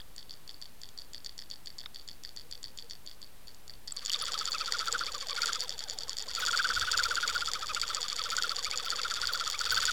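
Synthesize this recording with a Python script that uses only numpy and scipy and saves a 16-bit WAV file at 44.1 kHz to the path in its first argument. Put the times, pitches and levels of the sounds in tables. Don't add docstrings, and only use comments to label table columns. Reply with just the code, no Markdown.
import sys
import numpy as np
from scipy import signal
from scipy.fft import rfft, irfft
from scipy.io import wavfile
from scipy.ndimage import uniform_filter1d

SR = 44100
rng = np.random.default_rng(int(sys.argv[2]) if len(sys.argv) > 2 else 0)


def voltage_ratio(decibels):
    exponent = np.asarray(decibels, float) / 20
    return 10 ** exponent


def master(y):
    cut = np.clip(np.atleast_2d(y).T, -1, 1)
    pcm = np.round(cut * 32767)
    wavfile.write(sys.argv[1], SR, pcm.astype(np.int16))


N = 437472

# start_s, pull_db (pull on the line as squeal level), shake_db (shaking of the rings)
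TOW = [(3.9, -62, -42), (4.12, -52, -38.5), (4.23, -38.5, -40), (5.0, -34, -42.5), (5.241, -46, -44.5),
       (5.47, -31, -37), (5.7, -56, -45.5), (6.29, -62, -45), (6.4, -30, -38.5), (7.35, -29.5, -41),
       (7.65, -36.5, -44.5), (7.9, -33.5, -41), (8.12, -42, -40.5), (8.43, -29, -42), (8.61, -40.5, -42),
       (9.201, -31, -41.5), (9.6, -35.5, -40.5), (9.78, -31, -34)]
# start_s, rate (tugs per s)
PACE = [(4.05, 15.75), (5.119, 14.54), (5.336, 11.56), (5.393, 19.28), (5.706, 9.65), (6.264, 10.79),
        (6.419, 19.6), (6.495, 17.95), (7.459, 16.07), (7.485, 13.45), (7.946, 15.3), (8.011, 12.05),
        (8.378, 17.15), (8.615, 11.52), (8.686, 15.3), (9.428, 17.11), (9.552, 12.5), (9.622, 18.36)]


def rms_one(x):
    return x / np.sqrt(np.mean(x ** 2) + 1e-20)


def at_hz(points, hz):
    curve_hz, curve_db = np.transpose(points)
    return np.interp(np.log(hz), np.log(curve_hz), curve_db)


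def in_time(s, values):
    return np.interp(np.arange(N) / SR, s, values)


def drift(rate):
    r = np.exp(-16 * np.pi * rate / SR)
    settle = 4000
    slow = signal.lfilter([1], [1, -2 * r, r * r], rng.standard_normal(N // 8 + settle + 2))[settle:]
    return np.interp(np.arange(N) / 8, np.arange(len(slow)), rms_one(slow))


def coloured(spectrum):
    hz = np.maximum(np.fft.rfftfreq(N, 1 / SR), 1)
    return rms_one(irfft(rfft(rng.standard_normal(N)) * voltage_ratio(at_hz(spectrum, hz)), N))


def fading(clicks, t60):
    return signal.lfilter([1], [1, -voltage_ratio(-60 / (t60 * SR))], clicks)


def ring(clicks, hz, t60):
    r, w = voltage_ratio(-60 / (t60 * SR)), 2 * np.pi * hz / SR
    return signal.lfilter([0, np.sin(w)], [1, -2 * r * np.cos(w), r * r], clicks + 1e-18)


def soft_ring(clicks, hz, t60):
    def swell(x):
        return ring(ring(x, hz, t60), hz, .005)

    one_click = np.eye(1, 200)[0]
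    return swell(clicks) / np.abs(swell(one_click)).max()


def train(s, sizes):
    clicks = np.zeros(N)
    clicks[np.minimum((np.asarray(s) * SR).astype(int), N - 1)] = sizes
    return clicks


def bump(s, half_s):
    t = np.arange(N) / SR - s
    return t, np.cos(np.pi / 2 * np.clip(t / half_s, -1, 1)) ** 2


def turns():
    counted = np.cumsum(in_time(*np.transpose(PACE))) / SR
    first_tug_turns = 1.729
    return counted - counted[int(PACE[0][0] * SR)] - first_tug_turns


def time_of(turn):
    return np.interp(turn, turns(), np.arange(N) / SR)


def in_wobble(column):
    wobble = np.array([(0, 2, -2, 4), (.2, -18.5, -59, 4.5), (.3, -17.5, 11, -7), (.4, -6.5, 13.5, 8),
                       (.6, 12, 5.5, -1.5), (.8, -4, 1, 10.5), (1, 5, 8.5, 8)])
    return np.interp(turns() % 1, wobble[:, 0], wobble[:, column])


def knocks():
    # start_s, peak_db, ring_hz
    hard_knocks = [(.001, -38, 3400), (.003, -46, 1750), (.0054, -39, 4700), (.016, -41, 3400),
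                   (1.838, -44, 3600), (1.837, -46, 1780), (1.859, -29.5, 3680), (1.862, -40, 1350),
                   (1.859, -39, 2150), (1.861, -39, 5200), (1.865, -46, 3660), (3.922, -24.5, 7700),
                   (3.922, -43, 1312), (4.102, -22.5, 3100), (4.145, -17, 3610), (4.223, -27, 10040)]
    s, peak_db, _ = np.transpose(hard_knocks)
    crack = signal.lfilter([1, -2, 1], [1, -.3], train(s, voltage_ratio(peak_db - 22)))
    return crack + sum(soft_ring(train([s], voltage_ratio(db)), hz, 0.0053) for s, db, hz in hard_knocks)


def flow(rub_db):
    # start_s, level_db
    surge = [(0.0, -62), (0.38, -68.5), (3.48, -69), (3.619, -75), (3.73, -53.5), (3.92, -67), (6.3, -63.5),
             (6.5, -53), (6.619, -62), (6.8, -48.5), (7.1, -55), (7.399, -58.5), (8.9, -65), (9.27, -51),
             (9.45, -68), (9.7, -50), (9.92, -57)]
    # freq_hz, density_db (per Hz)
    rush_colour = [(350, -57), (600, -25), (978, -10.5), (1290, 5), (2470, -2), (4570, -0.5), (12000, -17),
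                   (15600, -59), (22000, -120)]
    band = signal.butter(2, [18, 75], "band", fs=SR, output="sos")
    low = signal.sosfilt(band, rng.standard_normal(N))
    rumble_db = in_time(*np.transpose(surge)) - 1.0 + 2.0 * drift(1.9)
    rush_db = rub_db - 9 + in_wobble(column=3) + 2.5 * drift(40)
    rush = in_time([3.9, 4.1], [0, 1]) * voltage_ratio(rush_db) * coloured(rush_colour)
    return voltage_ratio(rumble_db) * rms_one(low) + rush


def clear_ticks(rattle_db):
    # tick_s, peak_db, lead_s (swivel touches earlier), late_s (rings fall back later)
    swings = [(0.1806, -31.5, 0.018, 0.047), (.308, -30.5, .013, 0.03), (.493, -30.5, 0.016, 0.05),
              (0.6236, -30, 0.0083, .0323), (0.834, -31, 0.018, 0.055), (0.9872, -28.5, 0.011, .031),
              (1.1457, -29, 0.012, 0.034), (1.2612, -26.5, 0.015, 0.032), (1.3901, -28.5, 0.011, .0315),
              (1.512, -28, 0.011, 0.027), (1.6717, -29, 0.013, 0.031), (1.788, -28.5, 0.0048, 0.025),
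              (1.9595, -30, 0.014, .0369), (2.087, -29.5, 0.01, 0.026), (2.249, -28.5, 0.013, 0.042),
              (2.3721, -29, 0.0087, 0.024), (2.5248, -27.5, .0125, 0.028), (2.6411, -27, .0113, .0172),
              (2.787, -28, .0125, .0368), (2.909, -28.5, 0.011, 0.024), (3.074, -30.5, .0108, 0.039),
              (3.2277, -33, 0.011, .0163), (3.4814, -35.5, .009, 0.064), (3.696, -32, 0.017, 0.041),
              (3.879, -28, 0.004, .029), (3.9704, -24, 0.0051, 0.022), (4.0599, -20.5, 0.0097, 0.02)]
    # turn (from the tug), over_db (over the shaking)
    swing_out = [(-0.68, 16.5), (-.32, 15), (-0.29, 15)]
    # turn (from the tug), over_db (over the shaking)
    swing_back = [(-.45, 8.6), (-.3, 12), (-.14, 16)]
    # start_s, peak_db
    jerks = [(4.519, -20), (4.6473, -29), (4.7364, -24), (4.9254, -16), (5.5946, -29), (5.7006, -39),
             (5.7801, -32), (5.9868, -22.5), (6.4695, -19), (6.5219, -25), (6.7433, -24), (6.919, -15.5),
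             (6.984, -20), (7.0378, -14.5), (7.1549, -18), (7.2765, -18), (7.7519, -29), (7.8884, -27),
             (7.9469, -17), (8.0212, -32), (8.302, -22), (8.3665, -16), (8.434, -19), (8.4939, -17.5),
             (8.5695, -36), (8.7257, -31), (8.958, -24.5), (9.642, -24), (9.7132, -23), (9.7626, -19)]

    s, db, lead, late = np.transpose(swings)
    slow_s = np.r_[s - lead, s, s + .009, s + late, s + late + 0.0083]
    slow_db = np.r_[db - 5, db, db - 7.5, db - 6.5, db - 25.5]

    fast = []
    for tug in range(88):
        fast += [(tug + turn, over_db) for turn, over_db in (swing_back if tug % 2 else swing_out)]
    turn, over_db = np.transpose(fast)
    chance = np.clip(rng.standard_normal((len(turn), 2)), -2, 1.2)
    jitter_turns, scatter_db = .05, 3.4
    fast_s = time_of(turn + jitter_turns * chance[:, 0])
    fast_db = rattle_db[(fast_s * SR).astype(int)] + over_db + scatter_db * chance[:, 1]

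    jerk_s, jerk_db = np.transpose(jerks)
    clear_of_jerks = np.abs(fast_s[:, None] - jerk_s + .005).min(axis=1) > .013
    free = clear_of_jerks & (fast_s < (N - 2) / SR)
    s = np.r_[slow_s, fast_s[free], jerk_s]
    db = np.r_[slow_db, fast_db[free], jerk_db]
    order = np.argsort(s)
    return s[order], db[order]


def ticks(rattle_db, rub_db):
    # mode_hz, level_db, t60_s, rub_extra_db (more under rubbing)
    housing = [(1895.3, -17.5, 0.0052, -4), (3457.5, -5, 0.0033, 8), (4533, 1, 0.0081, -18),
               (4900, -10.5, 0.008, -2), (5210, -14, 0.0098, 2.0), (5738, -13.5, 0.0013, 8),
               (6950, -17, 0.006, 2.0), (7700, -33.5, 0.017, 10), (8265, -26, 0.0023, -12),
               (11020, -36, 0.0023, 3.0), (12800, -35, 0.002, 11)]
    s, peak_db = clear_ticks(rattle_db)
    fast = in_time([4.02, 4.06], [0, 1])
    wobble_bright_db = in_wobble(column=2) * fast
    after_pause = np.diff(s, prepend=-1) > .045
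    bright_db = np.where(after_pause, 14.0, wobble_bright_db[(s * SR).astype(int)])

    when = np.cumsum(rng.uniform(0.0041, 0.013, 1900))
    when = when[when < N / SR]
    near_tick = uniform_filter1d(train(s, 1.0), size=301)
    when = when[near_tick[(when * SR).astype(int)] < 1e-6]
    at = (when * SR).astype(int)
    shaken = fading(train(s, voltage_ratio(peak_db)), .15)
    slow_rattle = voltage_ratio(-12.0) * shaken[at] * (1 - fast[at])
    fast_rattle = fast[at] * voltage_ratio(rattle_db + in_wobble(column=1) + 10.5)[at]
    scatter_db = 4.0 * np.clip(rng.standard_normal(len(at)), -2, 1)
    rattle = (slow_rattle + fast_rattle) * voltage_ratio(scatter_db)

    s = np.r_[s, when]
    size = np.r_[voltage_ratio(peak_db - 1.5), rattle]
    bright_db = np.r_[bright_db, wobble_bright_db[at] + 4.0]
    grit = (rng.random(N) < 1500 / SR) * fast * voltage_ratio(rub_db + in_wobble(column=3) - 10.0)

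    mode_hz, mode_db = np.transpose(housing)[:2]
    share = np.clip((mode_hz - 5000) / 1900, -.3, 1)
    scatter = rng.standard_normal((len(s), len(housing)))
    colour = voltage_ratio(mode_db + share * bright_db[:, None] + 3.5 * scatter)
    colour /= np.sqrt(np.sum(colour ** 2, axis=1, keepdims=True))
    out = 0
    for k, (hz, db, t60, rub_extra_db) in enumerate(housing):
        hits = train(s, size * colour[:, k] * (-1) ** k)
        rubbing = voltage_ratio(db + rub_extra_db) * grit * rng.normal(0, 1, N)
        out = out + soft_ring(hits + rubbing, hz, t60)
    return out


def slips_and_hums():
    # mid_s, level_db
    whistles = [(4.749, -51), (5.08, -40), (5.372, -41), (5.42, -37.5), (6.59, -38), (7.04, -37),
                (7.288, -37), (7.55, -41), (7.765, -42), (7.83, -38), (8.121, -44), (8.189, -41),
                (8.66, -35.5), (8.725, -37), (9.04, -40.5), (9.549, -36)]
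    # mid_s, pitch_hz, level_db
    moans = [
        (2.45, 482, -61),
        (2.58, 490, -60),
        (2.71, 522, -65),
        (2.85, 470, -56.5),
    ]
    out = np.zeros(N)
    for s, db in whistles:
        t, swell = bump(s, 0.016)
        out += voltage_ratio(db) * swell * np.sin(2 * np.pi * (2300 * t + 14000 * t ** 2))
    for s, hz, db in moans:
        t, swell = bump(s, 0.033)
        out += voltage_ratio(db) * swell * np.sin(2 * np.pi * hz * t)
    return out


def tugs():
    s = time_of(np.arange(int(turns()[-1]) + 1))
    chance = np.clip(rng.standard_normal((len(s), 2)), -2, 2)
    tow_s, pull_db = np.transpose(TOW)[:2]
    db = np.interp(s, tow_s, pull_db) + 1.6 * chance[:, 0]
    pace_hz = 14.0 * (np.interp(s, *np.transpose(PACE)) - 15.5)
    pull_hz = 9.0 * np.maximum(db + 33, -18)
    return s, (696 + pace_hz + pull_hz) * (1 + .015 * chance[:, 1]), db


def squeal():
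    # freq_hz, gain_db
    shell = [(300, -42), (480, -9), (650, -17.5), (900, -22), (1150, -3), (1450, 15), (1800, 11), (2300, 6),
             (3500, 5)]
    overtones = [
        (3, -31.5),
        (4, -15),
    ]
    s, top_hz, top_db = tugs()
    top, level_db = in_time(s, top_hz), in_time(s, top_db)
    wobble = turns()
    skewed = wobble - .06 * (1 - np.cos(2 * np.pi * wobble))
    sag = 1 - .42 * np.abs(np.sin(np.pi * skewed)) ** 1.9
    pitch = top * sag * (1 + .04 * drift(120))
    phase = 2 * np.pi * np.cumsum(pitch) / SR

    lift = np.clip((at_hz(shell, 2 * pitch) + 16) / (at_hz(shell, 2 * top) + 20.7), 0, 1)
    lift = np.minimum(1.3 * lift, 1) ** 1.6
    effort_db = -53.5 + 0.18 * (level_db + 30.5) + 4.0 * np.minimum(drift(21.4), 1)
    second_db = effort_db + lift * (level_db + 3.0 - effort_db)
    second_db = second_db + 3.0 * np.clip(drift(110), -2.5, 1)

    out = voltage_ratio(second_db) * np.sin(2 * phase)
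    out += voltage_ratio(effort_db + 12.5 + at_hz(shell, pitch)) * np.sin(phase)
    for multiple, db in overtones:
        overtone_db = effort_db + 9.8 * lift + db + 13.3 * np.minimum(drift(21), 1.5)
        out += voltage_ratio(overtone_db) * np.sin(multiple * phase)
    slips = rng.standard_normal(N) * voltage_ratio(4.3 * drift(27))
    out += voltage_ratio(effort_db - 7.5) * rms_one(ring(slips, 485.0, 0.11))
    out += voltage_ratio(second_db - 15.5) * rms_one(ring(slips, 1514, 0.04))
    return out * in_time([3.93, 4.0, 4.11, 4.15], [0, .4, .5, 1])


def spray(spray_db):
    # start_s, peak_db
    slaps = [(4.2233, -43), (4.5001, -43), (4.8544, -44), (5.6289, -44), (5.9345, -46), (6.3914, -36),
             (6.814, -46), (7.344, -39), (8.3123, -43), (8.8505, -39), (9.3284, -35), (9.4967, -40.5),
             (9.5978, -43), (9.7191, -29)]
    clump = voltage_ratio(7.3 * np.minimum(drift(25), 1.5) + 4.0 * np.cos(2 * np.pi * turns()))
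    pop_size = voltage_ratio(9.3 * np.minimum(rng.exponential(1, N), 4)) * rng.choice([-1, 1], N)
    pops = (rng.random(N) < 1500 * clump / SR) * pop_size
    fizz = 0.12 * clump * rng.standard_normal(N)
    steady = in_time([3.9, 4.1], [0, 1]) * voltage_ratio(spray_db - 7.0) * rms_one(pops + fizz)

    s, db = np.transpose(slaps)
    puffs = fading(train(s, voltage_ratio(db - 0.5)) + 1e-18, 0.068)
    puffs = uniform_filter1d(puffs, size=400)
    thin = signal.butter(2, 10500, "high", fs=SR, output="sos")
    return signal.sosfilt(thin, steady + puffs * rng.standard_normal(N))


def scene():
    s, pull_db, shake_db = np.transpose(TOW)
    rattle_db = in_time(s, shake_db)
    effort_db = in_time(s, shake_db + 39.5 + 0.45 * np.maximum(pull_db + 38, -15))
    rub_db = -43 + 0.75 * effort_db
    spray_db = -55.5 + effort_db
    line = knocks() + ticks(rattle_db, rub_db) + slips_and_hums() + squeal()
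    water = flow(rub_db) + spray(spray_db)
    return (line + water)[None]


def top_cut(x):
    return signal.sosfilt(signal.butter(12, 16730, fs=SR, output="sos"), x)


def record(dry):
    # freq_hz, density_db (per Hz)
    hiss_colour = [(8.8, -28), (15, -8), (54, -19), (156, -24.5), (2320, -35), (4550, -35), (5580, -39),
                   (14700, -38.5), (16500, -48)]
    peak_limit = 0.23
    rounded = peak_limit * np.tanh(dry / peak_limit)
    hiss = voltage_ratio(-61.5 + 4.5) * coloured(hiss_colour)
    offset = -.0066
    return top_cut(rounded + hiss + offset)


dry = scene()
out = record(dry)
master(out)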